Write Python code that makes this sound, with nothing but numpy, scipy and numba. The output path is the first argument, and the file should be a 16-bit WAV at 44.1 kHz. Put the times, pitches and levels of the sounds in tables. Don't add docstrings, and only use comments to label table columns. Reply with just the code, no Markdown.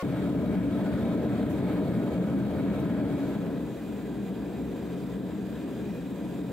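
import sys
import numpy as np
from scipy import signal
from scipy.fft import rfft, irfft, next_fast_len
from scipy.io import wavfile
from scipy.ndimage import uniform_filter1d, minimum_filter1d, map_coordinates
from numba import njit

SR = 44100
rng = np.random.default_rng(int(sys.argv[2]) if len(sys.argv) > 2 else 0)


def file_out(sig):
    cols = np.atleast_2d(sig).T
    lim = np.clip(cols, -1, 1)
    pcm = np.round(lim * 32767).astype(np.int16)
    wavfile.write(sys.argv[1], SR, pcm)


N = 287532
TIME_S = np.arange(N) / SR
FFT_LEN = next_fast_len(N)

# (time [s], hiss level [dB], mid-band noise level [dB])
SLOW_LEVELS = [(.03, 0, 0.5), (.25, 1.5, 2), (.43, -1.5, -1), (.53, 1.5, 2.5), (.66, -0.5, -1), (.85, 2, 2),
               (1.1, 0, 1.5), (1.23, -1, 0.5), (1.36, 1, 2), (1.5, -0.5, 0.5), (1.78, 1.5, 2),
               (1.9, 0.5, 0), (2.0, 1, .5), (2.2, 0, 0), (2.46, -1, -1.5), (2.7, -0.5, 2), (2.85, 0.5, 1.5),
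               (2.97, -2, 1), (3.3, 2, 1.5), (3.45, -0.5, 0), (3.7, -0.5, -2), (3.94, 1.5, 0),
               (4.12, 0, -1), (4.32, 1, 0.5), (4.5, -1, -1), (4.7, .5, 0), (5.15, 0.5, -0.5),
               (5.25, -1.5, -3), (5.35, 0, 0), (5.62, 1, 0), (6.0, .3, 0), (6.5, 0.5, -1)]


def amp(db):
    return 10 ** (np.asarray(db) / 20)


def unit(x):
    return x / np.sqrt(np.mean(x ** 2) + 1e-20)


def along(points, hz):
    f, v = np.transpose(points)
    return np.interp(np.log(hz + 1), np.log(f + 1), v)


def curves(rows):
    s, *cols = np.transpose(rows)
    return [np.interp(TIME_S, s, c) for c in cols]


def placed(pair):
    slide_start_s, slide_end_s = 2.98, 3.89
    return np.interp(TIME_S, (slide_start_s, slide_end_s), pair)


def wobble(rate_hz):
    knots = rng.standard_normal(int(N * rate_hz / SR) + 4)
    return map_coordinates(knots, [TIME_S * rate_hz])


def filtered(x, response):
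    m = next_fast_len(N + 8192)
    return irfft(rfft(x, m) * response(np.fft.rfftfreq(m, 1 / SR)), m)[..., :N]


def motor():
    # (frequency [Hz], rms level ahead of the left-right balance [dB])
    partials = [(549.1, -41.5), (721.4, -50.5), (1098, -40.5), (1432, -50), (1798, -58), (2105, -55),
                (3273, -73), (3553, -74), (4430, -66), (5453, -79)]
    # (frequency [Hz], relative density [dB])
    whirr_spectrum = [(150, -74), (250, -22), (516, -13), (768, -33), (867, -30), (1100, -14), (1560, -25),
                      (2130, -21), (15500, -40)]
    whirr_db = -44.5
    balance_db = [[.7], [-.7]]
    whine = 0
    for hz, db in partials:
        whine = whine + np.sqrt(2) * amp(db) * np.sin(2 * np.pi * (hz * TIME_S + rng.random()))
    noise = rng.standard_normal((2, N))
    whirr = unit(filtered(noise, lambda hz: amp(along(whirr_spectrum, hz))))
    return whine * amp(balance_db) + amp(whirr_db) * whirr


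def spit():
    # (start [s], level ahead of trim and envelope [dB], rise [s], t60 [s])
    puffs = [(1.49, -40.5, .02, 0.22), (2.7988, -44, .0005, 0.06)]
    trim_db = -5
    out = np.zeros((2, N))
    for s, db, rise_s, t60_s in puffs:
        age_s = np.maximum(TIME_S - s, 0)
        envelope = amp(db + trim_db - 60 * age_s / t60_s) * (1 - np.exp(-age_s / rise_s))
        out += envelope * rng.standard_normal((2, N))
    return filtered(out, lambda hz: np.clip((hz - 3500) / 2500, 0, 1))


def workshop(hz, t60_s):
    # (frequency [Hz], level [dB])
    echo = [(200, -23.5), (600, -12.5), (1500, -11.5), (6000, -8.5), (15000, -14)]
    build_up_s = 0.016
    t = np.arange(SR // 2) / SR
    envelope = amp(-60 * t / t60_s) * (1 - np.exp(-(t / build_up_s) ** 2))
    tail = rng.standard_normal((2, len(t))) * envelope
    both, apart = rfft(tail / np.linalg.norm(tail[0]), FFT_LEN)
    return 1 + amp(along(echo, hz)) * np.array([both + .3 * apart, both - .3 * apart])


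def standpoint(place, t60_s):
    # (frequency [Hz], width [Hz], front lift [dB], side lift [dB])
    modes = [(65.4, 21, 3, 8), (82.3, 8.6, 5, -2), (130.7, 31, 7, 10), (99, 15, -1.5, -8),
             (147, 9.9, 2.5, -11), (178.6, 22.8, 8, 9.5), (200.9, 19.3, 7, 9), (231.4, 27, 6.5, 4),
             (255.4, 12, 0.5, -0.5), (252, 8.9, -2, 6), (276.5, 19, 1.5, 3), (290, 13, 12.5, 2.5),
             (308.3, 14, -3, 5.5), (309.5, 13.7, 10.5, 2.5), (342, 9.5, 5, 5.5), (390, 10, 1, 1),
             (400, 19, -2.5, 3), (408, 100, 2.5, 4.5), (420, 7.7, 4.5, 1), (451.5, 10.4, 3.5, 6),
             (504, 17, -2, 4), (479.6, 7.7, 9.5, 3.5), (533, 6.4, 8.5, 1), (550, 12, -1.5, 6),
             (478, 20, -5, 5), (548, 63, 0.5, 4.5), (609, 84, 6.5, -6), (671, 38, 5, 8.5), (623, 14, 4, 3),
             (728, 20, 4.5, -2), (768, 46, -3, 7), (793, 16, 7, -5), (872, 21, 5.5, -3), (850, 14, -4.5, 8)]
    # (frequency [Hz], width [Hz], front lift [dB], side lift [dB])
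    cancellations = [(155, 8, -9, -9), (219, 8, -7, -3), (238, 7, 0, -5), (245, 7, -8, 0), (261, 7, 0, -5),
                     (295, 6, -5, -4), (325, 10, -6, -5), (367, 8, -1, -6), (522, 9, -5, -5),
                     (544, 7, -5, 0), (583, 10, 0, -10), (633, 9, 0, -7), (662, 8, 0, -4), (826, 14, 0, -5)]
    # (frequency [Hz], width [Hz], front lift [dB], side lift [dB])
    tube_modes = [(982, 115, 5, 9), (1287, 155, 9.5, -3.5), (1457, 26, 7, -3), (1612, 190, 7.5, 5),
                  (1735, 82, 0, 2.5), (1984, 69, 1, 5.5), (2250, 96, 8, -1), (2453, 91, 4.5, 8),
                  (3190, 230, 6, 4), (3700, 260, 0, 3.5), (3850, 70, 6, -0.5), (4000, 110, -2, 6.5),
                  (4730, 180, 2, 8.5), (5400, 140, 5.5, 1.5), (6300, 190, 4.5, 3.5), (7420, 870, 6.5, 7.5),
                  (8560, 200, 8, 4), (10700, 250, 1, 2), (12160, 300, 5, 2), (13300, 570, 7.5, 6),
                  (14050, 200, 4, 5), (15250, 400, 8, 4)]
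    # (frequency [Hz], correlation [0-1])
    likeness = [
        [(40, 1), (130, 0.99), (290, 0.97), (640, 1), (1400, 0.76), (3100, 0.42), (6800, 0.16), (15000, 0.32)],
        [(40, 0.99), (130, 0.99), (290, 0.97), (640, 0.81), (1400, 0.95), (3100, 0.76), (6800, 0.58),
         (15000, .45)],
    ]
    # (frequency [Hz], left minus right [dB])
    level_skew = [
        [(60, 2.0), (110, 1.5), (200, 1.0), (380, 2.5), (700, 0.5), (1290, 0.5), (2380, 0.0), (4400, 1.0),
         (8120, -0.5), (15000, 3.0)],
        [(60, 2.0), (110, 1.5), (200, 2.0), (380, 1.0), (700, 1.5), (1290, 0.5), (2380, -1.0), (4400, -1.5),
         (8120, -1.0), (15000, 0.5)],
    ]
    # (frequency [Hz], left lead [rad])
    phase_skew = [
        [(50, 0.22), (130, 0.4), (260, 0.52), (2000, 0.29), (5000, 1), (15000, .4)],
        [(50, .25), (130, .45), (430, 0.51), (2500, 0.15), (6500, -0.086), (15000, -1.1)],
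    ]
    hz = np.fft.rfftfreq(FFT_LEN, 1 / SR)
    lift_db = 0
    for centre_hz, width_hz, *lift in modes + cancellations + tube_modes:
        lift_db = lift_db + lift[place] / (1 + (2 * (hz - centre_hz) / width_hz) ** 2)
    skew = amp(along(level_skew[place], hz) / 2) * np.exp(.5j * along(phase_skew[place], hz))
    ports = amp(lift_db) * workshop(hz, t60_s) * [skew, 1 / skew]
    turn = np.arccos(np.clip(along(likeness[place], hz), 0, 1)) / 2
    return hz, ports * np.cos(turn), ports * np.sin(turn) * [[1], [-1]]


def rush(spectrum, place, patchy_db, frames):
    z = signal.stft(rng.standard_normal((2, N)), nperseg=512)[2]
    field = rng.standard_normal(z.shape[1:])
    field = uniform_filter1d(field, size=8, axis=0)
    field = uniform_filter1d(field, size=frames, axis=1)
    pair = signal.istft(z * amp(patchy_db * unit(field)), nperseg=512)[1][:, :N]
    hz, shared_gain, own_gain = place
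    shared, own = rfft(pair, FFT_LEN) * amp(along(spectrum, hz))
    return unit(irfft(shared * shared_gain + own * own_gain, FFT_LEN)[:, :N])


def dissolved(spectra, places, patchy_db, frames):
    # (time [s], side share of power [0-1])
    dissolve = [(3.0, 0.03), (3.3, 0.2), (3.5, 0.47), (3.62, 0.82)]
    share = curves(dissolve)[0]
    front, side = [rush(spectrum, place, patchy_db, frames) for spectrum, place in zip(spectra, places)]
    return np.sqrt(1 - share) * front + np.sqrt(share) * side


@njit
def held(size, rise, fall):
    out, level = np.empty_like(size), 0.
    for i in range(len(size)):
        level += (rise if size[i] > level else fall) * (size[i] - level)
        out[i] = level
    return out


def limited(x, top, ahead_s, release_s):
    grip = .55
    lead = round(ahead_s * SR) + 1
    level = held(np.abs(x).max(axis=0), 0.75, 1 / (release_s * SR + 1))
    gain = np.minimum(1, top / (level + 1e-9)) ** grip
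    needed = minimum_filter1d(gain, 2 * lead + 1)
    return x * uniform_filter1d(needed, 2 * lead + 1)


def jet(places):
    # (frequency [Hz], relative density [dB])
    hiss_spectra = [
        [(2000, -42), (3500, 3.5), (4300, -1.5), (5500, -12), (9500, -10.5), (11500, -12.5), (16000, -15)],
        [(2000, -24), (3500, -1), (4300, -9.5), (5500, -11), (9500, -11.5), (11500, -13), (16000, -10.5)],
    ]
    level_db = placed((-57, -58.5)) + curves(SLOW_LEVELS)[0] + 0.25 * wobble(30)
    return amp(level_db) * dissolved(hiss_spectra, places, patchy_db=1.4, frames=20)


def tongue(places):
    # (frequency [Hz], relative density [dB])
    lick_spectra = [
        [(400, -42), (800, -0.5), (1200, -7), (1800, -5.5), (2700, -10.5), (4000, -21.5), (5000, -38)],
        [(400, -47), (800, -14), (1200, -1), (1800, -6), (2700, -8.5), (4000, -22), (5000, -51)],
    ]
    level_db = placed((-47.5, -53)) + curves(SLOW_LEVELS)[1]
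    return amp(level_db) * dissolved(lick_spectra, places, patchy_db=0.93, frames=10)


def roar_level():
    # (time [s], depth [dB])
    sags = [(.15, 0.4), (2.5, 0.5), (3.78, 2), (5.6, 1), (6.05, 2)]
    sag_half_width_s = 0.094
    level_db = placed((-25.5, -32))
    for s, depth_db in sags:
        level_db = level_db - depth_db * np.exp(-((TIME_S - s) / sag_half_width_s) ** 2)
    return level_db


def roar(places):
    # (frequency [Hz], relative density [dB])
    rumble_spectra = [
        [(20, -47), (40, -35), (55, -16.5), (100, -12.5), (160, -8), (270, -5.5), (330, -11.5), (500, -14),
         (720, -24.5), (1100, -36), (2000, -62)],
        [(20, -43), (40, -50), (55, -20.5), (100, -18), (160, -12.5), (270, -6), (330, -11.5), (500, -19.5),
         (720, -24.5), (1100, -39), (2000, -61.5)],
    ]
    # (time [s], level [dB])
    upper_levels = [(.03, -2.5), (.33, 1), (.55, -0.5), (.65, -5), (.8, 0), (.97, -2), (1.08, 2),
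                    (1.47, -0.5), (1.65, 0.5), (1.78, 2), (1.92, 0.5), (2.25, 1), (2.45, -1), (2.75, 0.5),
                    (2.95, -1), (3.3, 0.5), (3.75, 0), (4.3, 0.5), (4.95, .5), (5.35, -0.5), (5.65, 1),
                    (6.05, -0.5), (6.3, 0), (6.5, 0.5)]
    upper_hz = 330
    rumble = dissolved(rumble_spectra, places, patchy_db=0.58, frames=8)
    upper = filtered(rumble, lambda hz: 1 / (1 + (upper_hz / (hz + 1)) ** 8))
    return rumble + (amp(curves(upper_levels)[0]) - 1) * upper


def forge():
    headroom = placed((1.625, 2.04))
    places = [standpoint(place, t60_s=0.14) for place in range(2)]
    roar_gain = amp(roar_level())
    flame = roar(places) + (tongue(places) + jet(places)) / roar_gain
    return roar_gain * limited(flame, top=headroom, ahead_s=0.0013, release_s=0.03)


def scene():
    cut_s, fade_s = 0.0263, 0.0028
    over = np.clip((TIME_S - cut_s) / fade_s + .5, 0, 1)
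    return (1 - over) * motor() + over * forge() + spit()


def record(dry):
    top_hz = 15741
    return filtered(dry, lambda hz: hz < top_hz)


dry = scene()
out = record(dry)
file_out(out)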